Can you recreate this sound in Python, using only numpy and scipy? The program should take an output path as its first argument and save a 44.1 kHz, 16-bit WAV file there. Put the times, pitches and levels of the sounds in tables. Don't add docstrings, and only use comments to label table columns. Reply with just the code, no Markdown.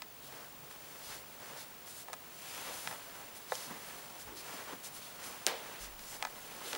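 import sys
import numpy as np
from scipy import signal
from scipy.fft import rfft, irfft, next_fast_len
from scipy.io import wavfile
from scipy.ndimage import uniform_filter1d

SR = 44100
rng = np.random.default_rng(int(sys.argv[2]) if len(sys.argv) > 2 else 0)


def materialize(psi):
    bounded = np.clip(np.atleast_2d(psi).T, -1, 1)
    quanta = np.round(bounded * 32767).astype(np.int16)
    wavfile.write(sys.argv[1], SR, quanta)


N = 298557
T = np.arange(N) / SR


# freq_hz, gain_db
SHUFFLE_SPECTRUM = [(90, -16.5), (200, -6), (330, -6.5), (480, -0.5), (650, -0.5), (900, 1), (1300, -3),
                    (2000, -7.5), (4000, -32.5), (9000, -29)]
SCRAPE_SPECTRUM = [(600, -15), (1300, 3), (1900, 3), (3000, 2), (4200, -6), (7000, -9), (14000, -19)]
# start_s, length_s, shuffle_db, scrape_db
SCUFFS = [(.287, .2, -56.5, -62), (1.079, .11, -54, -55.5), (1.37, .29, -53.5, -57),
          (2.473, 0.38, -51.5, -54), (2.807, 0.18, -51.5, -58), (3.52, 0.3, -55.5, -60),
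          (4.237, 0.12, -56, -70), (4.4, .26, -50.5, -53), (4.661, .105, -48, -51),
          (5.158, .22, -53.5, -56), (5.595, 0.33, -57, -56), (6.11, 0.073, -53.5, -58),
          (6.565, .25, -55.5, -58)]

def soles(attack=0.35, release=0.39):
    scuffs = np.array(SCUFFS)
    slide = friction(scuffs[:, [0, 1, 2]], attack, release, rub_gain_db=-0.43)
    drag = friction(scuffs[:, [0, 1, 3]], attack, release, rub_gain_db=-2.0)
    shuffle = noise(SHUFFLE_SPECTRUM, grain_db=1.3) * slide * undb(-0.02 + 1.6 * wander(rate_hz=70))
    scrape = noise(SCRAPE_SPECTRUM, grain_db=1.22) * drag * undb(-0.15 + 1.2 * wander(rate_hz=60))
    return shuffle + scrape


# freq_hz, gain_db
CLOTH_SPECTRUM = [(300, -9), (1000, -4), (2500, -3), (4200, 1), (6000, 0), (7700, -1.5), (8800, -1),
                  (11500, 0), (13500, -5.5), (15500, -23)]
# start_s, length_s, level_db, pitch_hz
STROKES = [(.212, .087, -58, 3500), (.299, .2, -61.4, 4500), (.692, .053, -57.5, 1500),
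           (1.004, 0.22, -51.3, 4500), (1.384, .193, -58.5, 5400), (1.555, .1, -51.5, 4200),
           (1.851, .11, -52.5, 8000), (1.927, 0.13, -52, 8500), (2.329, 0.61, -50.5, 2680),
           (2.683, 0.34, -52, 9500), (3.343, .05, -54.3, 8400), (3.474, 0.24, -49, 4900),
           (4.183, 0.058, -53.5, 7400), (4.35, 0.081, -50.5, 4400), (4.393, 0.26, -54.5, 4900),
           (4.826, 0.069, -48, 8000), (4.919, .093, -51.8, 9300), (4.982, 0.13, -55, 3700),
           (5.171, .23, -56, 5970), (5.218, 0.081, -50.5, 8200), (5.788, .092, -50.5, 6200),
           (5.98, 0.12, -56, 5500), (6.051, .14, -50, 6800), (6.629, 0.13, -48, 3200)]

def clothes():
    rub = friction(np.array(STROKES)[:, :3], attack=0.38, release=0.43)
    hiss = noise(CLOTH_SPECTRUM, grain_db=1.5)
    flutter_db = 0.5 * wander(rate_hz=60) + 0.5 * wander(rate_hz=18)
    return hiss * rub * undb(0.18 + flutter_db)


def swishes(grain_db=1.0, gain_db=-3.5):
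    out = np.zeros((2, N))
    for start_s, length_s, level_db, pitch_hz in STROKES:
        threads = white_noise(SR, pitch_hz, min_side_db=-11) * undb(grain_db * rng.exponential(size=SR))
        arch = swell(start_s, length_s, attack=0.39, release=0.55)[int(start_s * SR):][:SR]
        hiss = unit(band(threads, pitch_hz / 1.2, pitch_hz * 1.2, order=1))
        add(out, start_s, undb(level_db + gain_db) * arch * hiss[:, :len(arch)])
    return out


# start_s, level_db, pitch_hz, length_s
STEPS = [(0.32, -56.5, 438, 0.16), (1.059, -61, 62, .12), (2.689, -47, 650, .07), (2.73, -65, 60, .15),
         (2.85, -54.5, 160, 0.13), (3.658, -54, 230, 0.1), (3.70, -49, 260, 0.11), (4.239, -61, 65, .2),
         (4.30, -52, 346, 0.15), (4.536, -55, 250, .08), (4.724, -47, 250, .06), (5.24, -60, 192, .15),
         (6.473, -60, 230, 0.25), (6.647, -52.5, 380, 0.13), (6.731, -46.5, 440, .1),
         (6.755, -45, 450, .08)]

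def footfalls(gain_db=3.5):
    out, t = np.zeros((2, N)), T[:SR // 2]
    for start_s, level_db, pitch_hz, length_s in STEPS:
        thud = unit(band(rng.standard_normal(len(t)), pitch_hz / 1.38, pitch_hz * 1.27))
        envelope = rise(t, 0.07 * length_s) * fade(t, 2.57 * length_s)
        add(out, start_s, undb(level_db + gain_db) * thud * envelope)
    return out


# freq_hz, gain_db, t60_s
CASE_MODES = [(423, -2, 0.045), (500, 1, 0.086), (640, -4, 0.067), (767, -0.5, .05), (870, -1, 0.053),
              (1030, -5, 0.045), (1265, -1.5, 0.039), (1714, -1.5, 0.038), (1980, -4.5, 0.055),
              (2460, -1, 0.024)]
# start_s, body_db, body_hz, tick_db, tick_hz
KNOCKS = [(0.02, -44.5, 1330, -46, 4500), (0.3233, -52, 800, -63, 4000), (0.711, -53, 1500, -63, 4000),
          (1.8762, -52.5, 1200, -61, 4500), (2.0837, -45, 950, -62, 5840), (2.099, -49, 790, -66, 5660),
          (2.131, -42.5, 1050, -47, 6600), (2.1378, -46, 1000, -51, 6160), (2.874, -38.5, 1400, -43, 3680),
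          (2.9112, -43.5, 1190, -55, 6280), (2.926, -46, 1020, -56, 5480), (3.5209, -30, 750, -45, 2200),
          (3.5535, -57, 1000, -45.5, 5600), (4.732, -46, 600, -60, 4000), (5.9928, -57, 1300, -54.5, 5260),
          (6.2254, -35, 1130, -41, 4400), (6.2385, -45, 1300, -58, 4000),
          (6.2503, -35.5, 1250, -43.5, 5040), (6.27, -46.5, 1170, -57, 5510),
          (6.7309, -43, 1100, -43, 4000), (6.7502, -42, 990, -43, 4060), (6.76, -43, 860, -52, 4770)]

def knocks(reach_octaves=1.12, tick_t60_s=0.016, body_gain_db=-11.5, tick_gain_db=-9):
    out, t = np.zeros((2, N)), T[:SR // 8]
    mode_hz, mode_db, t60_s = np.array(CASE_MODES).T[:, :, None]
    push = 1 + 1.25 * fade(t, 0.012)
    for start_s, body_db, body_hz, tick_db, tick_hz in KNOCKS:
        detune, phase, lean = rng.standard_normal((3, len(CASE_MODES), 1))
        weights = undb(mode_db) * np.exp(-0.5 * (np.log2(mode_hz / body_hz) / reach_octaves) ** 2)
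        detuned_hz = mode_hz * (1 + 0.0087 * detune)
        modes = weights * fade(t, t60_s) * np.sin(2 * np.pi * (detuned_hz * t + phase))
        ring = np.array([(modes * (1 + side * 0.21 * lean)).sum(0) for side in (1, -1)])
        body = unit(band(ring * push, 0.61 * body_hz, 3500, order=3))
        contact = white_noise(len(t), tick_hz, min_side_db=-15) * fade(t, tick_t60_s)
        tick = unit(band(contact, tick_hz / 2.87, tick_hz * 1.41))
        add(out, start_s, undb(body_db + body_gain_db) * body + undb(tick_db + tick_gain_db) * tick)
    return out


# centre_hz, level_db, t60_s
ECHO_BANDS = [(270, -51.5, 0.44), (460, -41.5, 0.54), (720, -38.5, 0.56), (1140, -41, 0.4),
              (1870, -37.5, 0.42), (3060, -41, 0.62), (4560, -39.5, 0.34), (6960, -44, 0.29),
              (10700, -37.5, 0.15)]
# freq_hz, level_db, t60_s
ROOM_MODES = [(468, -37.5, 0.34), (524, -40, 0.37), (614, -46, 0.55), (923, -47, 0.6), (1025, -43, 0.35),
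              (1740, -52, 0.33), (2087, -58, .5), (3105, -42.5, 0.35), (4360, -47, .4)]

def snap(start_s=5.4659, end_hz=2400, sweep_hz=9984, right_lag_s=7e-6):
    out, t = np.zeros((2, N)), T[:SR]
    pitch_hz = end_hz + sweep_hz * fade(t, 0.0015)
    crack = undb(0.5) * np.sin(2 * np.pi * np.cumsum(pitch_hz) / SR) * rise(t, 0.00013) * fade(t, 0.0018)
    add(out, start_s, np.array([crack, np.interp(t - right_lag_s, t, crack)]))
    early = rise(t, 0.00032) * (1 + 0.5 * fade(t, 0.084))
    for centre_hz, level_db, t60_s in ECHO_BANDS:
        reflections = unit(band(white_noise(len(t), centre_hz), centre_hz / 1.34, centre_hz * 1.26))
        add(out, start_s, undb(level_db - 2.5) * reflections * early * fade(t, t60_s))
    for freq_hz, level_db, t60_s in ROOM_MODES:
        mode = np.sin(2 * np.pi * freq_hz * t) * rise(t, 0.0023) * fade(t, t60_s)
        add(out, start_s, undb(level_db - 1.5) * mode)
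    return out


def thump(start_s=5.801, pitch_hz=46):
    out, t = np.zeros((2, N)), T[:SR]
    boom = -np.sin(2 * np.pi * pitch_hz * t) * fade(t, t60_s=1.0)
    shudder = unit(band(rng.standard_normal(SR), 13, 25)) * fade(t, t60_s=2.0)
    add(out, start_s, (undb(-50) * boom + undb(-56.5) * shudder) * rise(t, 0.005))
    return out


def whine(line_hz=15625, field_hz=50, level_db=-55.7, blank_share=0.23, offset_s=0.0144):
    scanning = ((T - offset_s) * field_hz) % 1 > blank_share
    gate = uniform_filter1d(np.where(scanning, 1, 0.12), size=70)
    return unit(gate * np.sin(2 * np.pi * line_hz * T)) * undb(level_db)


# freq_hz, gain_db
ROOM_SPECTRUM = [(25, -10.5), (80, -4.5), (145, -1), (280, -1.5), (480, -2), (880, -2.5), (1500, -7.5),
                 (3000, -8.5), (6000, -13), (11400, -15), (14500, -19.5)]

def room(noise_db=-56, drone_db=-73.5):
    drone = unit(band(rng.standard_normal(N), 132.8, 147.4)) * undb(drone_db)
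    return noise(ROOM_SPECTRUM) * undb(noise_db + 0.31 * wander(rate_hz=4.35)) + drone


# time_s, level_db
EFFORT = [(0.0, -68), (0.15, -67.5), (0.31, -59.5), (0.51, -64.5), (0.96, -56.8), (1.31, -61.0),
          (1.53, -59.3), (2.06, -64.5), (2.4, -58), (3.2, -55.5), (3.34, -59.5), (3.89, -53.5), (4.36, -60),
          (4.63, -54.5), (4.84, -59.5), (5.68, -54.5), (5.98, -61), (6.77, -51.3)]

def friction(slides, attack, release, rub_gain_db=0):
    power = sum((undb(level_db) * swell(start_s, length_s, attack, release)) ** 2
                for start_s, length_s, level_db in slides)
    return np.sqrt(power + undb(curve(EFFORT) + rub_gain_db) ** 2)


def swell(start_s, length_s, attack, release):
    progress = (T - start_s) / length_s
    ramp = np.minimum(progress / attack, (1 - progress) / release)
    return np.sin(np.pi / 2 * np.clip(ramp, 0, 1))


# freq_hz, side_minus_mid_db # wide in the bass and at 6-9 kHz
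STEREO_WIDTH = [(30, -6), (70, -2.5), (130, -6.5), (300, -11), (1000, -17), (2200, -28.5), (4000, -45),
                (6000, -7), (9000, -9.5), (12500, -37)]

def noise(spectrum, grain_db=0):
    size = next_fast_len(N, real=True)
    contacts = np.repeat(undb(grain_db * rng.exponential(size=size // 16 + 1)), 16)[:size]
    mid, side = rng.standard_normal((2, size)) * contacts
    side = colour(side, STEREO_WIDTH)
    return unit(colour(np.array([mid + side, mid - side]), spectrum)[:, :N])


def white_noise(samples, freq_hz, min_side_db=-60):
    mid, side = rng.standard_normal((2, samples))
    side *= undb(max(np.interp(freq_hz, *np.transpose(STEREO_WIDTH)), min_side_db))
    return np.array([mid + side, mid - side])


def colour(x, spectrum):
    freq_hz, gain_db = np.transpose(spectrum)
    bins_hz = np.maximum(np.fft.rfftfreq(x.shape[-1], 1 / SR), 1)
    gain = undb(np.interp(np.log(bins_hz), np.log(freq_hz), gain_db))
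    return irfft(rfft(x) * gain, x.shape[-1])


def band(x, low_hz, high_hz, order=2):
    edges_hz = [low_hz, min(high_hz, SR / 2 - 1)]
    return signal.sosfilt(signal.butter(order, edges_hz, "band", fs=SR, output="sos"), x)


def wander(rate_hz):
    hold = int(SR / rate_hz)
    steps = np.repeat(rng.standard_normal(N // hold + 1), hold)
    return unit(uniform_filter1d(uniform_filter1d(steps, hold), hold)[:N])


def curve(points):
    return np.interp(T, *np.transpose(points))


def rise(t, tau_s):
    return 1 - np.exp(-t / tau_s)


def fade(t, t60_s):
    return np.exp(-np.log(1000) * t / t60_s)


def undb(db):
    return 10 ** (np.asarray(db) / 20)


def unit(x):
    return x / np.sqrt(np.mean(x ** 2))


def add(out, start_s, sound):
    start = max(int(start_s * SR), 0)
    part = sound[..., :max(N - start, 0)]
    out[:, start:start + part.shape[-1]] += part


# time_s, left_minus_right_db
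WALKER_PAN = [(0, 2), (.9, 3), (1.3, -0.5), (2.2, 0.6), (2.6, 3), (3.4, -1.5), (4.8, 1.7), (5.3, -1),
              (6.77, -1)]

def scene():
    pan = undb(np.array([[1], [-1]]) * curve(WALKER_PAN) / 2)
    walker = (clothes() + swishes() + soles() + footfalls()) * pan
    return walker + knocks() + snap() + thump() + whine() + room()


def record(dry):
    return signal.sosfilt(signal.ellip(10, 0.1, 70, 16000, fs=SR, output="sos"), dry)


dry = scene()
out = record(dry)
materialize(out)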